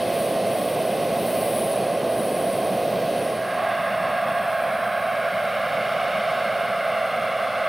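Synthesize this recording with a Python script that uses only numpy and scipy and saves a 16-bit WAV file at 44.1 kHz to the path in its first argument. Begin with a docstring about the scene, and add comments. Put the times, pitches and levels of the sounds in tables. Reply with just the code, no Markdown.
"""A large turbine model helicopter hovers over an open field, heard from near by, then from farther off.
Blade vortices roar, the exhaust jet rushes, tailpipe and casing howl in narrow bands.
The intake hisses under the compressor's whine; rotors and gears hum faintly.
The shaft tone swells as the near sound fades into the far one, then dies down.
As the helicopter climbs, its ground echo lags more and sweeps slowly through the rush."""
import sys
import numpy as np
from scipy import signal
from scipy.fft import rfft, irfft
from scipy.io import wavfile
from scipy.ndimage import map_coordinates

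SR = 44100
rng = np.random.default_rng(int(sys.argv[2]) if len(sys.argv) > 2 else 0)


def inscribe(sig):
    """Save sig as 16-bit PCM at rate SR to the path in sys.argv[1].

    A 1-D sig is mono; a 2-D sig holds one channel per row.
    Samples are clipped to [-1, 1] before scaling.
    """
    pcm = np.round(np.clip(np.atleast_2d(sig).T, -1, 1) * 32767)
    wavfile.write(sys.argv[1], SR, pcm.astype(np.int16))


N = 338688

# Rotor wash spectra. Each row: frequency in Hz, relative density in dB.
WASH_NEAR_SPECTRUM = [(20, -55), (34, -41), (90, -22.5), (191, -7.5), (286, -12), (456, -7.5), (546, -1.5),
                      (630, -2.5), (700, -3), (786, -13), (902, -22), (1000, -22), (1100, -33)]
WASH_FAR_SPECTRUM = [(20, -57), (34, -47), (90, -27), (150, -19), (202, -12.5), (309, -25), (455, -18.5),
                     (534, -3.5), (670, -0.4), (720, -2.5), (773, -11), (915, -24.5), (1000, -23),
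                     (1100, -37)]
# Exhaust spectra. Each row: frequency in Hz, relative density in dB.
EXHAUST_NEAR_SPECTRUM = [(900, -38), (1000, -7), (1060, 5), (1370, -6), (1630, -2), (1800, -6), (2050, -5),
                         (2250, -4), (2450, -8), (2950, -7.5), (3500, -10.8), (4400, -12), (5400, -18),
                         (5800, -19), (6100, -23), (7100, -26), (7600, -36)]
EXHAUST_FAR_SPECTRUM = [(900, -42), (970, -17), (1086, 0.5), (1437, -6.5), (1626, -5.5), (1841, -14),
                        (2140, -5), (2430, -13), (2750, -10), (3070, -17), (3280, -14.5), (3800, -19.5),
                        (4550, -25.5), (4850, -27.5), (5480, -27.5), (5750, -40), (6400, -37), (6960, -45),
                        (7600, -36)]
# Short reflections of the near exhaust. Each row: lag in seconds, linear gain.
NEAR_REFLECTIONS = [(.001583, .15), (.0019, .14), (.002046, .21), (.002378, .09)]
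# Exhaust treble. Each row: time in seconds, level in dB.
EXHAUST_TREBLE = [(0, -39.5), (.6, -40.5), (1.55, -40), (2.0, -42.5), (3.2, -41), (3.42, -43.5),
                  (3.7, -39.5), (4.3, -40.5), (4.9, -41.5), (5.95, -37), (6.35, -37), (6.7, -39),
                  (7.68, -38.5)]
# Tailpipe and casing modes. Each row: centre and half-width in Hz, near and far level in dB.
CASING_MODES = [(664.4, 27.5, -32.5, -33), (1067, 31, -49, -50.5), (5800, 70, -69, -90)]
# Intake beaming as the fuselage swings.
# Each row: time in seconds, then relative levels of hiss, top hiss and whine in dB.
INTAKE_BEAMING = [(0, -50, -51.3, -51), (.19, -45.8, -44.7, -47), (.41, -50, -50.8, -50),
                  (.58, -46.3, -45.3, -47.5), (.76, -48.5, -47, -53), (.86, -48.3, -47.5, -48),
                  (1.1, -49.5, -50, -52), (1.26, -46, -42.5, -46.5), (1.6, -44.8, -43.7, -40.7),
                  (1.85, -49.8, -51.5, -48), (2.02, -52.3, -52.7, -53.5), (2.17, -47.3, -47.7, -46),
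                  (2.5, -48, -48.3, -47), (2.76, -51, -49.3, -50), (2.98, -52.7, -49.8, -60),
                  (3.19, -51, -51.5, -48), (3.3, -51.5, -53, -48.7), (3.5, -56, -54.8, -55),
                  (4.05, -57, -56.3, -61), (4.4, -56.5, -54.8, -59), (7.68, -58, -58, -62.5)]
# Turbine speed. Each row: time in seconds, compressor blade rate in Hz.
COMPRESSOR_RATE = [(0, 9770), (.35, 9760), (.85, 9785), (1.6, 9770), (2.2, 9755), (2.9, 9738), (3.8, 9778),
                   (5.3, 9815), (6.5, 9775), (7.68, 9812)]
# The intake's two hiss bands. Each row: frequency in Hz, relative density in dB.
HISS_SPECTRUM = [(7000, -30), (7650, -16), (8150, -1.5), (9000, 1), (9600, -0.5), (10100, -2),
                 (10600, -9.5), (11500, -11.5), (12000, -27)]
TOP_HISS_SPECTRUM = [(6650, -35), (11300, -13.5), (12400, 2), (13000, 0), (13700, -2), (14700, .5),
                     (15600, -3), (16000, -8)]
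# Tail rotor and gear tones. Each row: frequency at starting speed in Hz, near and far level in dB.
DRIVE_TONES = [(414.3, -67, -53), (829, -57, -46.5), (2594, -56, -70), (2742, -55, -57.5), (3256, -61, -62),
               (3365, -61.5, -70)]
# Ground echo during the climb. Each row: time in seconds, lag in seconds.
GROUND_ECHO_LAG = [(3.5, .00108), (4.3, .00113), (4.8, .001255), (5.7, .001338), (6.4, .001355),
                   (7.1, .00142), (7.68, .001435)]
# Microphone ports. Each row: frequency in Hz, left over right in dB, left lead in radians, coherence 0-1.
MIC_PORTS = [(30, 0, -.1, .8), (100, 1, -0.15, .99), (300, 0, -0.16, .99), (720, -2.5, -0.082, 0.99),
             (900, -1, 0.06, 0.98), (1040, -2.5, -0.01, 0.97), (1360, 0, 0.023, 1), (1670, -2.5, .05, 0.96),
             (1990, -1, -0.16, 1), (4060, -0.5, -0.14, 0.98), (5030, -3, .05, 0.85), (5270, 2, 0.39, 0.89),
             (6040, -1, 0, 1), (10300, 0.5, 0, 1), (12000, 1, -.4, 0.87), (13200, -1.5, -.15, 1),
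             (14500, 0, 0, 0.97)]

MOVE_S, MOVE_EASE_S = 3.5, 0.066   # crossfade, near to far
FAR_SHARE_BEFORE, FAR_SHARE_AFTER = 0.016, 0.92
MAIN_BLADE_HZ, COMPRESSOR_BLADES = 116, 6
WASH_LEAD_S = 0.061   # the low roar changes to its far sound just before the exhaust does
WASH_DIP_DB, WASH_DIP_S, WASH_DIP_WIDTH_S = 4.5, 3.414, 0.14
EXHAUST_SPLIT_HZ, CUTOFF_HZ = 2190, 15850
HISS_TRIM_DB, TOP_HISS_TRIM_DB = 3, 1.2
SMEAR_HZ, SMEAR_TRIM_DB = 80, 2
SHAFT_NEAR_DB, SHAFT_PEAK_DB, SHAFT_PEAK_S = -59, -36.5, 3.67
SHAFT_RISE_DB_PER_S, SHAFT_FADE_DB_PER_S = 29, 6.5


def from_db(db):
    return 10 ** (np.asarray(db) / 20)


def unit_rms(x):
    return x / np.sqrt(np.mean(x ** 2) + 1e-20)


def time_s():
    return np.arange(N) / SR


def bin_hz():
    return np.maximum(np.arange(N // 2 + 1), 1) * SR / N


def per_sample(rows):
    """Each value column of a time table, at every sample."""
    knots_s, *columns = np.transpose(rows)
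    return [np.interp(time_s(), knots_s, column) for column in columns]


def per_bin(rows, beyond=None):
    """Each value column of a frequency table, at every bin; log-frequency axis."""
    hz, *columns = np.transpose(rows)
    return [np.interp(np.log(bin_hz()), np.log(hz), column, beyond, beyond) for column in columns]


def noise(bin_gain):
    """Shaped noise; rms 1."""
    return unit_rms(irfft(rfft(rng.standard_normal(N)) * bin_gain, N))


def turbulence(spectrum):
    """Flow noise with a tabled spectrum; rms 1."""
    return noise(from_db(per_bin(spectrum, beyond=-np.inf)[0]))


def drift(rate_hz):
    """Random wander, mostly below rate_hz; rms 1."""
    return noise(1 / (1 + (bin_hz() / rate_hz) ** 2))


def rotation_rad(hz, wander, rate_hz):
    """Phase of a part turning at slightly unsteady speed."""
    return 2 * np.pi * np.cumsum(hz * (1 + wander * drift(rate_hz))) / SR


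def tone(phase_rad, flutter_db, rate_hz):
    """A tone fluttering through moving air; rms 1."""
    return unit_rms(np.sin(phase_rad) * from_db(flutter_db * drift(rate_hz)))


def steadied(x, evenness, window_s):
    """Constant drive evens out chance swells; rms 1."""
    power = np.abs(irfft(rfft(x ** 2) * np.exp(-(bin_hz() * window_s) ** 2), N))
    return unit_rms(x / (power + 1e-9) ** (evenness / 2))


def delayed(x, lag_s):
    """A longer path, steady or changing."""
    return map_coordinates(x, [np.arange(N) - lag_s * SR], order=3, mode="nearest")


def farness(lead_s=0):
    """Eases from 0, near, to 1, far."""
    return .5 + .5 * np.tanh((time_s() + lead_s - MOVE_S) / (2 * MOVE_EASE_S))


def crossfade(near, far, lead_s=0):
    """Equal-power blend, from mostly near to mostly far."""
    far_share = FAR_SHARE_BEFORE + (FAR_SHARE_AFTER - FAR_SHARE_BEFORE) * farness(lead_s)
    return np.sqrt(1 - far_share) * near + np.sqrt(far_share) * far


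def distance_gain(near_db, far_db):
    """Gain as power passes from its near to its far value."""
    return np.sqrt((1 - farness()) * from_db(near_db) ** 2 + farness() * from_db(far_db) ** 2)


def main_rotor(blade_rad):
    """Shed vortices roar and beat at the blade rate, over a low hum of blade thrust."""
    wash = crossfade(turbulence(WASH_NEAR_SPECTRUM), turbulence(WASH_FAR_SPECTRUM), WASH_LEAD_S)
    wash = ground_echo(wash, gain=0.41)   # grass reflects low tones best
    wash = steadied(wash, evenness=0.96, window_s=0.038)
    beat = 1 + 0.022 * np.cos(blade_rad)
    dip = from_db(-WASH_DIP_DB * np.exp(-((time_s() - WASH_DIP_S) / WASH_DIP_WIDTH_S) ** 2))
    thrust = crossfade(from_db(-51), from_db(-61)) * tone(blade_rad, flutter_db=1, rate_hz=2.7)
    return distance_gain(near_db=-24, far_db=-26.5) * dip * wash * beat + thrust


def exhaust(blade_rad):
    """The jet rushes; its beamed treble comes and goes, chopped by each passing blade."""
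    near = near_reflections(turbulence(EXHAUST_NEAR_SPECTRUM))
    jet = ground_echo(crossfade(near, turbulence(EXHAUST_FAR_SPECTRUM)), gain=0.26)
    lows = irfft(rfft(jet) / (1 + (bin_hz() / EXHAUST_SPLIT_HZ) ** 10), N)
    body = distance_gain(near_db=-39, far_db=-30) * steadied(lows, evenness=0.44, window_s=0.35)
    treble = steadied(jet - lows, evenness=0.54, window_s=0.95)
    chop = 1 + crossfade(0.12, .02) * np.cos(blade_rad)
    return body + from_db(per_sample(EXHAUST_TREBLE)[0]) * treble * chop


def near_reflections(x):
    """Short reflections carve steady peaks and notches; rms 1."""
    return unit_rms(x + sum(gain * delayed(x, lag_s) for lag_s, gain in NEAR_REFLECTIONS))


def casing_howl():
    """Steady flow keeps tailpipe and casing howling in narrow bands."""
    howl = 0
    for hz, half_width_hz, near_db, far_db in CASING_MODES:
        band = noise(1 / (1 + ((bin_hz() - hz) / half_width_hz) ** 2))
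        gain = crossfade(from_db(near_db), from_db(far_db))
        howl += gain * steadied(band, evenness=0.98, window_s=0.023)
    return howl


def turbine():
    """Intake hiss and compressor whine, beamed as the fuselage swings, plus the shaft tone."""
    hiss_db, top_db, whine_db = per_sample(INTAKE_BEAMING)
    compressor_rad = rotation_rad(per_sample(COMPRESSOR_RATE)[0], wander=0.000617, rate_hz=25.8)
    hiss = intake_hiss(HISS_SPECTRUM, hiss_db + HISS_TRIM_DB, shimmer_db=1, rate_hz=50)
    hiss += intake_hiss(TOP_HISS_SPECTRUM, top_db + TOP_HISS_TRIM_DB, shimmer_db=0.67, rate_hz=70)
    whine = from_db(whine_db) * compressor_whine(compressor_rad)
    return hiss + whine + shaft_tone(compressor_rad / COMPRESSOR_BLADES)


def intake_hiss(spectrum, level_db, shimmer_db, rate_hz):
    """Eddies in the air scatter the shortest waves, so the hiss shimmers."""
    return from_db(level_db + shimmer_db * drift(rate_hz)) * turbulence(spectrum)


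def compressor_whine(phase_rad):
    """A blade-rate line; far off, moving air smears it into a narrow band."""
    line = distance_gain(near_db=2.7, far_db=-2) * tone(phase_rad, flutter_db=2, rate_hz=53)
    smear = unit_rms(np.sin(phase_rad) * drift(SMEAR_HZ) + np.cos(phase_rad) * drift(SMEAR_HZ))
    return line + from_db(SMEAR_TRIM_DB) * farness() * smear


def shaft_tone(phase_rad):
    """One cycle per shaft turn; swells as the near sound gives way to the far one, then fades."""
    past_peak_s = time_s() - SHAFT_PEAK_S
    below_peak_db = np.maximum(-SHAFT_RISE_DB_PER_S * past_peak_s, SHAFT_FADE_DB_PER_S * past_peak_s)
    gain = from_db(SHAFT_NEAR_DB) * (1 - farness()) + from_db(SHAFT_PEAK_DB - below_peak_db)
    return gain * tone(phase_rad, flutter_db=3.5, rate_hz=13)


def drive_train():
    """Tail rotor and gear teeth hum, tracking turbine speed."""
    speed_ratio = per_sample(COMPRESSOR_RATE)[0] / COMPRESSOR_RATE[0][1]
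    hum = 0
    for hz, near_db, far_db in DRIVE_TONES:
        phase_rad = rotation_rad(hz * speed_ratio, wander=0.000995, rate_hz=1.52)
        gain = crossfade(from_db(near_db), from_db(far_db))
        hum += gain * tone(phase_rad, flutter_db=3, rate_hz=4.3)
    return hum


def ground_echo(x, gain):
    """Far off, a second arrival off the grass carves a comb; the climb sweeps it."""
    return x + gain * farness() * delayed(x, per_sample(GROUND_ECHO_LAG)[0])


def microphone(x):
    """Two close ports differ slightly in level and phase; scattered sound arrives in random phase."""
    balance_db, lead_rad, coherence = per_bin(MIC_PORTS)
    direct = rfft(x)
    knots_hz = np.arange(0, SR, 5)
    scatter_rad = np.pi * np.interp(bin_hz(), knots_hz, rng.standard_normal(len(knots_hz)))
    mid = np.sqrt((1 + coherence) / 2) * direct
    side = np.sqrt((1 - coherence) / 2) * direct * np.exp(1j * scatter_rad)
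    lean = from_db(balance_db / 2) * np.exp(.5j * lead_rad)
    return irfft(np.array([(mid + side) * lean, (mid - side) / lean]), N)


def scene():
    """The helicopter in open air, in stereo."""
    blade_rad = rotation_rad(MAIN_BLADE_HZ, wander=.003, rate_hz=1.33)
    helicopter = main_rotor(blade_rad) + exhaust(blade_rad) + casing_howl() + turbine() + drive_train()
    return microphone(helicopter)


def record(dry):
    """Steep low-pass."""
    return signal.sosfilt(signal.ellip(12, .1, 90, CUTOFF_HZ, fs=SR, output="sos"), dry)


dry = scene()
out = record(dry)
inscribe(out)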